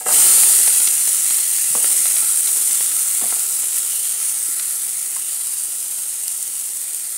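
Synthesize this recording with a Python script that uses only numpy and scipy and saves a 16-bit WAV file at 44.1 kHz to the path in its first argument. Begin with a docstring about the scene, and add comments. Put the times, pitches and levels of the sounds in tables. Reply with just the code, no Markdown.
"""Chopped onion is tipped from a glass bowl into hot oil in a steel frying pan, close to a mono microphone.
First the bowl and onion knock on the pan, and countless tiny steam bursts start to sizzle.
Wet pieces plop, and the sizzle flares up as a wooden spoon knocks on the pan and spreads the onion.
Then kitchenware clacks once, and the frying eases off into single pops.
All along, a small kitchen answers with a short echo."""
import sys
import numpy as np
from scipy import signal
from scipy.fft import rfft, irfft, next_fast_len
from scipy.io import wavfile
from scipy.ndimage import uniform_filter1d, minimum_filter1d, map_coordinates

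SR = 44100
rng = np.random.default_rng(int(sys.argv[2]) if len(sys.argv) > 2 else 0)


def dump_mix(stems):
    """Bounce the given channels to the path in sys.argv[1] as a 16-bit WAV at rate SR."""
    frames = np.atleast_2d(stems).T  # one column per channel
    limited = np.clip(frames, -1, 1)  # hard clip at full scale
    pcm = np.round(limited * 32767).astype(np.int16)
    wavfile.write(sys.argv[1], SR, pcm)


N = 316195

# tone colour of the fine sizzle, including the microphone's bright peak near 9 kHz: pitch_hz, level_db
FINE_COLOUR = [(2500, -64), (4500, -24.5), (5600, -18.5), (6800, -10.5), (7800, -5.5), (8800, 0),
               (9700, -1.5), (11000, -7.5), (12800, -12), (15500, -14.5)]
# tone colours of coarse bursts and of bubbles: pitch_hz, level_db
COARSE_COLOUR = [(300, -40), (900, -11.5), (1300, -8.5), (1650, -6.5), (2100, -4), (3300, -0.5),
                 (4300, -0.5), (5500, 0), (8000, -5), (15000, -32)]
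BUBBLE_COLOUR = [(25, -41), (85, -16.5), (140, -7.5), (220, -0.5), (370, 2.5), (600, 0.5), (850, 4),
                 (1200, -5.5), (2000, -2), (5000, -39)]
# how much the bowl and spoon cover the pan: time_s, share (0 to 1)
PAN_COVER = [(0, .65), (1.75, .45), (2.2, .95), (2.7, .35), (3.35, .8), (3.65, .15), (4.3, .1), (4.55, 1),
             (5.1, .95), (5.3, .05), (6.45, .1), (7.17, .95)]
# wet onion meets hot metal, tipped in, then spread three times: start_s, sizzle_db, rise_s, gurgle_db
WET_ONION = [(0.046, -6, 0.12, -30), (1.70, -12.5, 0.21, -39), (2.43, -16, 0.15, -45),
             (3.22, -28.5, 0.12, -45.5)]

MODERATE_DB = -18  # the frying level of a moderate sizzle
SPATTER_START_S, PLOPS_END_S = .5, 4.6  # random pops and plops begin; random plops end


def frying_level():
    """Level in dB: wet onion adds a quick flash of steam and a long simmer to the oil's own sizzle."""
    oil_db, simmer_db = -26, -8.5
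    power = amp(oil_db) ** 2
    for start_s, sizzle_db, rise_s, _ in WET_ONION:
        flash = surge(start_s, rise_s, fall_s=0.21)
        simmer = amp(simmer_db) ** 2 * surge(start_s, rise_s, fall_s=1.8)
        power = power + amp(sizzle_db) ** 2 * (flash + simmer)
    return 10 * np.log10(power)


def sizzle(level_db):
    """Steam bursts in the oil: as the frying eases they get fewer and stand out singly."""
    per_s = 5000 * amp(.8 * (level_db - MODERATE_DB))
    # bursts set each other off in small clusters
    clusters_db = 1.02 * wobble(330) + 0.44 * wobble(45) + 0.21 * wobble(14)
    shared = bursts(per_s, spread_db=4.0)
    fine = coloured(shared + amp(-0.5) * rng.standard_normal(N), FINE_COLOUR)
    coarse = amp(-4) * shared + bursts(per_s, spread_db=4.8) + amp(1) * rng.standard_normal(N)
    coarse = pan_air(coloured(coarse, COARSE_COLOUR))
    # the sizzle's tone colour drifts slightly in random patches
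    fine = unit(drifting(fine, patchy_db=1.34))
    coarse = unit(drifting(coarse, patchy_db=1.62))
    # bowl and spoon throw some sound back, so less gets out
    cover = cover_share()
    extra_cover = cover - cover.mean()
    fine *= amp(-0.1 * extra_cover)
    coarse *= amp(-16.5 - 1.6 * extra_cover)
    return amp(level_db + clusters_db) * (fine + coarse)


def pops(level_db):
    """Single droplets explode: a snap, a spray and quick bounces around the pan, over a lower crack."""
    # the biggest droplets, before the pan's air colours them: start_s, snap_db, crack_db
    big = [(.871, -2, -18), (1.0765, -2, -20), (2.843, -3, -15), (3.395, -3, -22), (3.784, -4, -24),
           (4.296, -6, -20), (6.2805, -3.5, -8), (6.4273, -5, -28), (6.8154, -8.5, -22), (6.947, -7, -26)]
    # the pan's floor and wall repeat a pop: delay_s, level_db
    bounces = [(.0005, -5), (.0011, -10), (.0018, -4)]
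    # tone colour of the crack: pitch_hz, level_db
    crack_colour = [(500, -28), (1500, -14), (2700, -2), (6000, 0), (15000, -4)]
    out = np.zeros(N)
    small = [(s, db + 12.5, db - 4) for s, db in random_events(SPATTER_START_S, N / SR, level_db, per_s=2.5)]
    for start_s, snap_db, crack_db in list(big) + small:
        snap = puff(fade_s=.006, spray_db=5)
        for delay_s, bounce_db in bounces:
            snap[round(delay_s * SR)] += amp(bounce_db)
        add(out, start_s, coloured(snap, FINE_COLOUR), snap_db)
        add(out, start_s, coloured(puff(fade_s=.008, spray_db=5), crack_colour), crack_db)
    return pan_air(out)


def plops(level_db):
    """Wet pieces drop or settle: each makes a low slap and a spit of oil."""
    # the biggest pieces, before the pan's air colours them: start_s, slap_db, spit_db
    big = [(.433, -21, -11), (.677, -21, -15), (.803, -24, -18), (.874, -26, -9.5), (1.077, -25, -24),
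           (1.306, -27, -16), (1.844, -18, -17), (2.056, -22.5, -18), (2.166, -25, -15.5),
           (2.230, -30, -23), (2.473, -38, -15), (2.807, -26, -18), (3.215, -33, -24), (3.326, -24, -27),
           (3.632, -32, -19.5), (3.831, -39, -21), (4.374, -50, -32), (4.596, -38, -18)]
    out = np.zeros(N)
    settling = random_events(SPATTER_START_S, PLOPS_END_S, level_db, per_s=3)
    small = [(s, db - 18, db - 4) for s, db in settling]
    for start_s, slap_db, spit_db in list(big) + small:
        add(out, start_s, coloured(puff(fade_s=0.018, spray_db=-1.5), BUBBLE_COLOUR), slap_db)
        add(out, start_s, coloured(puff(fade_s=.028, spray_db=12), COARSE_COLOUR), spit_db)
    return pan_air(out)


def knocks():
    """Each blow thuds, makes the pan ring and rattles on in ever quicker, weaker bounces."""
    # bowl, onion and spoon hit the pan: start_s, thud_db, thud_hz, ring_db, ring_hz, bounce_loss_db
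    blows = [(.009, -36, 776, -28, 776, 16), (.061, -23, 620, -18, 570, 7), (.066, -16, 1150, -19, 950, 2),
             (1.708, -32, 200, -39, 180, 14), (1.751, -17.5, 1100, -24, 380, 11),
             (3.215, -22.5, 800, -32, 700, 3), (3.224, -33, 290, -33, 240, 7),
             (3.323, -23.5, 900, -37, 850, 5.5), (4.489, -35, 288, -49, 288, 20)]
    first_gap_s, gap_shrink = .023, .8
    out = np.zeros(N)
    for start_s, thud_db, thud_hz, ring_db, ring_hz, bounce_loss_db in blows:
        for bounce in range(4):
            ring = soft_contact(pan_ring(), ring_hz)
            thud = soft_contact(puff(fade_s=0.031, spray_db=0), thud_hz)
            add(out, start_s, ring, ring_db - bounce * bounce_loss_db)
            add(out, start_s, thud, thud_db - bounce * bounce_loss_db)
            start_s += first_gap_s * gap_shrink ** bounce
    return out


def bubbling(level_db):
    """Trapped steam gurgles under the wet heap, most just after it moves, and the pan rings faintly."""
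    steady = amp(-51.5 + 0.58 * (level_db - MODERATE_DB)) ** 2
    escaping = sum(amp(db) ** 2 * surge(s, rise_s=0.1, fall_s=0.18) for s, _, _, db in WET_ONION)
    pockets = bursts(per_s=900, spread_db=4.5) + amp(-1.5) * rng.standard_normal(N)
    gurgle = unit(coloured(pockets, BUBBLE_COLOUR))
    ringing = unit(signal.fftconvolve(gurgle, pan_ring())[:N])
    return np.sqrt(steady + escaping) * (gurgle + amp(-12.5) * ringing)


def clack():
    """A piece of kitchenware is touched and rings briefly."""
    # its ringing tones: pitch_hz, level_db, fade_s
    tones = [(900, -6, 0.057), (1076, -4, 0.09), (1250, -11, .04), (1630, 0, 0.027), (2100, -4, 0.024),
             (2880, -21, .05)]
    out, t = np.zeros(N), np.arange(SR // 4) / SR
    ring = sum((-1) ** k * amp(db) * fade(t, fade_s) * np.sin(2 * np.pi * hz * t)
               for k, (hz, db, fade_s) in enumerate(tones))
    onset = 1 - np.exp(-t / .0008)
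    add(out, start_s=5.163, sound=ring * onset, peak_db=-28)
    return out


def pan_ring():
    """The struck steel rings with many tones, their strengths a little different each time."""
    # the pan's tones: pitch_hz, level_db, fade_s
    tones = [(161, 0, 0.11), (233, -2.5, 0.16), (361, -15.5, 0.19), (480, 1, 0.13), (610.6, -3, 0.18),
             (748, 2, 0.15), (823, -4.5, 0.1), (911, 2, 0.074), (1138, -10, 0.076), (1288, 7, 0.1),
             (1650, 9, 0.12), (2016, 11, .15), (2750, 14, 0.22)]
    t = np.arange(SR // 3) / SR
    hz, db, fade_s = np.transpose(tones)[:, :, None]
    strength = amp(db + rng.standard_normal(hz.shape)) * rng.choice([-1, 1], hz.shape)
    return np.sum(strength * fade(t, fade_s) * np.sin(2 * np.pi * hz * t), axis=0)


def pan_air(sound):
    """The air in the pan lifts a few pitches; which ones depends on how far it is covered."""
    # bands that the air adds: pitch_hz, width_hz, open_db, covered_db
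    bands = [(1353, 120, 2, 5), (1970, 390, -26, 0.5), (2860, 150, 0.5, -38), (4110, 150, -18, -1)]
    cover = cover_share()
    out = sound.copy()
    for hz, width_hz, open_db, covered_db in bands:
        band = filtered(sound, lambda f: 1j * f * width_hz / (hz * hz - f * f + 1j * f * width_hz))
        out += band * ((1 - cover) * amp(open_db) + cover * amp(covered_db))
    return out


def kitchen_echo(sound, fade_s):
    """The kitchen answers with a short, blurred echo."""
    t = np.arange(SR // 2) / SR
    tail = rng.standard_normal(len(t)) * fade(t, fade_s) * (t > .003)
    return signal.fftconvolve(sound, tail / np.linalg.norm(tail))[:N]


def kitchen_noise():
    """The faint, low noise of a quiet kitchen."""
    # its tone colour: pitch_hz, level_db
    colour = [(25, -22), (85, -30), (140, -1), (240, 1.5), (500, -4), (1000, -5), (4000, -22)]
    return amp(-64.5) * unit(coloured(rng.standard_normal(N), colour))


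def cover_share():
    """How far the pan is covered at each sample, from 0 to 1."""
    time_s, share = np.transpose(PAN_COVER)
    return np.clip(np.interp(np.arange(N) / SR, time_s, share), 0, 1)


def bursts(per_s, spread_db):
    """Tiny clicks at random times and in random sizes."""
    size = amp(spread_db * np.clip(rng.standard_normal(N), -3, 2.5))
    return unit((rng.random(N) < per_s / SR) * size * rng.choice([-1, 1], N))


def puff(fade_s, spray_db, size=4096):
    """A sudden snap followed by a short dying spray."""
    spray = rng.standard_normal(size) * fade(np.arange(size) / SR, fade_s)
    return signal.unit_impulse(size) + amp(spray_db) * spray / np.linalg.norm(spray)


def random_events(start_s, end_s, level_db, per_s, scatter_db=1.5):
    """Random pairs of time_s, level_db that follow the frying level."""
    count = int(per_s * (end_s - start_s))
    place, size = rng.random((count, 2)).T
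    time_s = start_s + (np.arange(count) + place) / count * (end_s - start_s)
    return zip(time_s, np.interp(time_s * SR, np.arange(N), level_db) + scatter_db * (2 * size - 1))


def surge(start_s, rise_s, fall_s):
    """Power that builds up and dies away."""
    age_s = np.maximum(np.arange(N) / SR - start_s, 0)
    return (1 - np.exp(-age_s / rise_s)) ** 2 * np.exp(-age_s / fall_s)


def wobble(per_s):
    """A smooth curve through per_s random points a second."""
    return map_coordinates(rng.standard_normal(int(N * per_s / SR) + 4), [np.arange(N) * per_s / SR])


def drifting(sound, patchy_db, size=512):
    """Let the tone colour drift in random patches of pitch and time."""
    spectrum = signal.stft(sound, nperseg=size)[2]
    patches = uniform_filter1d(rng.standard_normal(spectrum.shape), size=4, axis=0)
    patches = uniform_filter1d(patches, size=36, axis=1)
    return signal.istft(spectrum * amp(patchy_db * unit(patches)), nperseg=size)[1][:N]


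def soft_contact(sound, hz):
    """A soft contact favours one pitch and dulls the rest."""
    return coloured(sound, [(hz / 8, -38), (hz / 2, -11), (hz, 0), (hz * 2, -14), (hz * 6, -34)])


def coloured(sound, colour, size=4096):
    """Give a sound a tone colour: rows of pitch_hz, level_db say how strong each pitch is."""
    hz, db = np.transpose(colour)
    grid_hz = np.fft.rfftfreq(size, 1 / SR)
    gain = amp(np.interp(np.log(grid_hz + 1), np.log(hz), db))
    # fold the filter forward in time, so nothing rings before a hit
    folded = irfft(np.log(gain))
    folded[1:size // 2] *= 2
    folded[size // 2 + 1:] = 0
    return signal.fftconvolve(sound, irfft(np.exp(rfft(folded))))[:len(sound)]


def filtered(sound, response):
    """Multiply each pitch in the sound by response(hz)."""
    size = next_fast_len(len(sound) + SR // 2)
    return irfft(rfft(sound, size) * response(np.fft.rfftfreq(size, 1 / SR)), size)[:len(sound)]


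def add(track, start_s, sound, peak_db):
    """Mix a sound into the track with its peak at peak_db."""
    part = track[max(round(start_s * SR), 0):][:len(sound)]
    part += amp(peak_db) * sound[:len(part)] / np.abs(sound).max()


def fade(t, fade_s):
    """A level that falls by 60 dB in fade_s seconds."""
    return amp(-60 * t / fade_s)


def amp(db):
    """Turn decibels into a plain multiplier."""
    return 10 ** (np.asarray(db) / 20)


def unit(sound):
    """Scale a sound to an average (rms) level of 1."""
    return sound / np.sqrt(np.mean(sound ** 2) + 1e-20)


def scene():
    """Frying and knocks in a small, quiet kitchen, the same in both channels."""
    level_db = frying_level()
    frying = sizzle(level_db) + bubbling(level_db)
    background = kitchen_noise()
    hits = knocks() + clack() + pops(level_db) + plops(level_db)
    echo = kitchen_echo(amp(-16) * frying + amp(-14) * hits, fade_s=0.11)
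    mono = frying + hits + echo + background
    return np.array([mono, mono])


def record(dry):
    """A fast limiter holds down the loudest peaks, and the highest treble is cut off."""
    ceiling, top_hz = .72, 15750
    needed = np.minimum(1, ceiling / (np.abs(dry) + 1e-9))
    gain = uniform_filter1d(minimum_filter1d(needed, size=21), size=21)
    return np.array([filtered(channel, lambda hz: hz < top_hz) for channel in dry * gain])


dry = scene()
out = record(dry)
dump_mix(out)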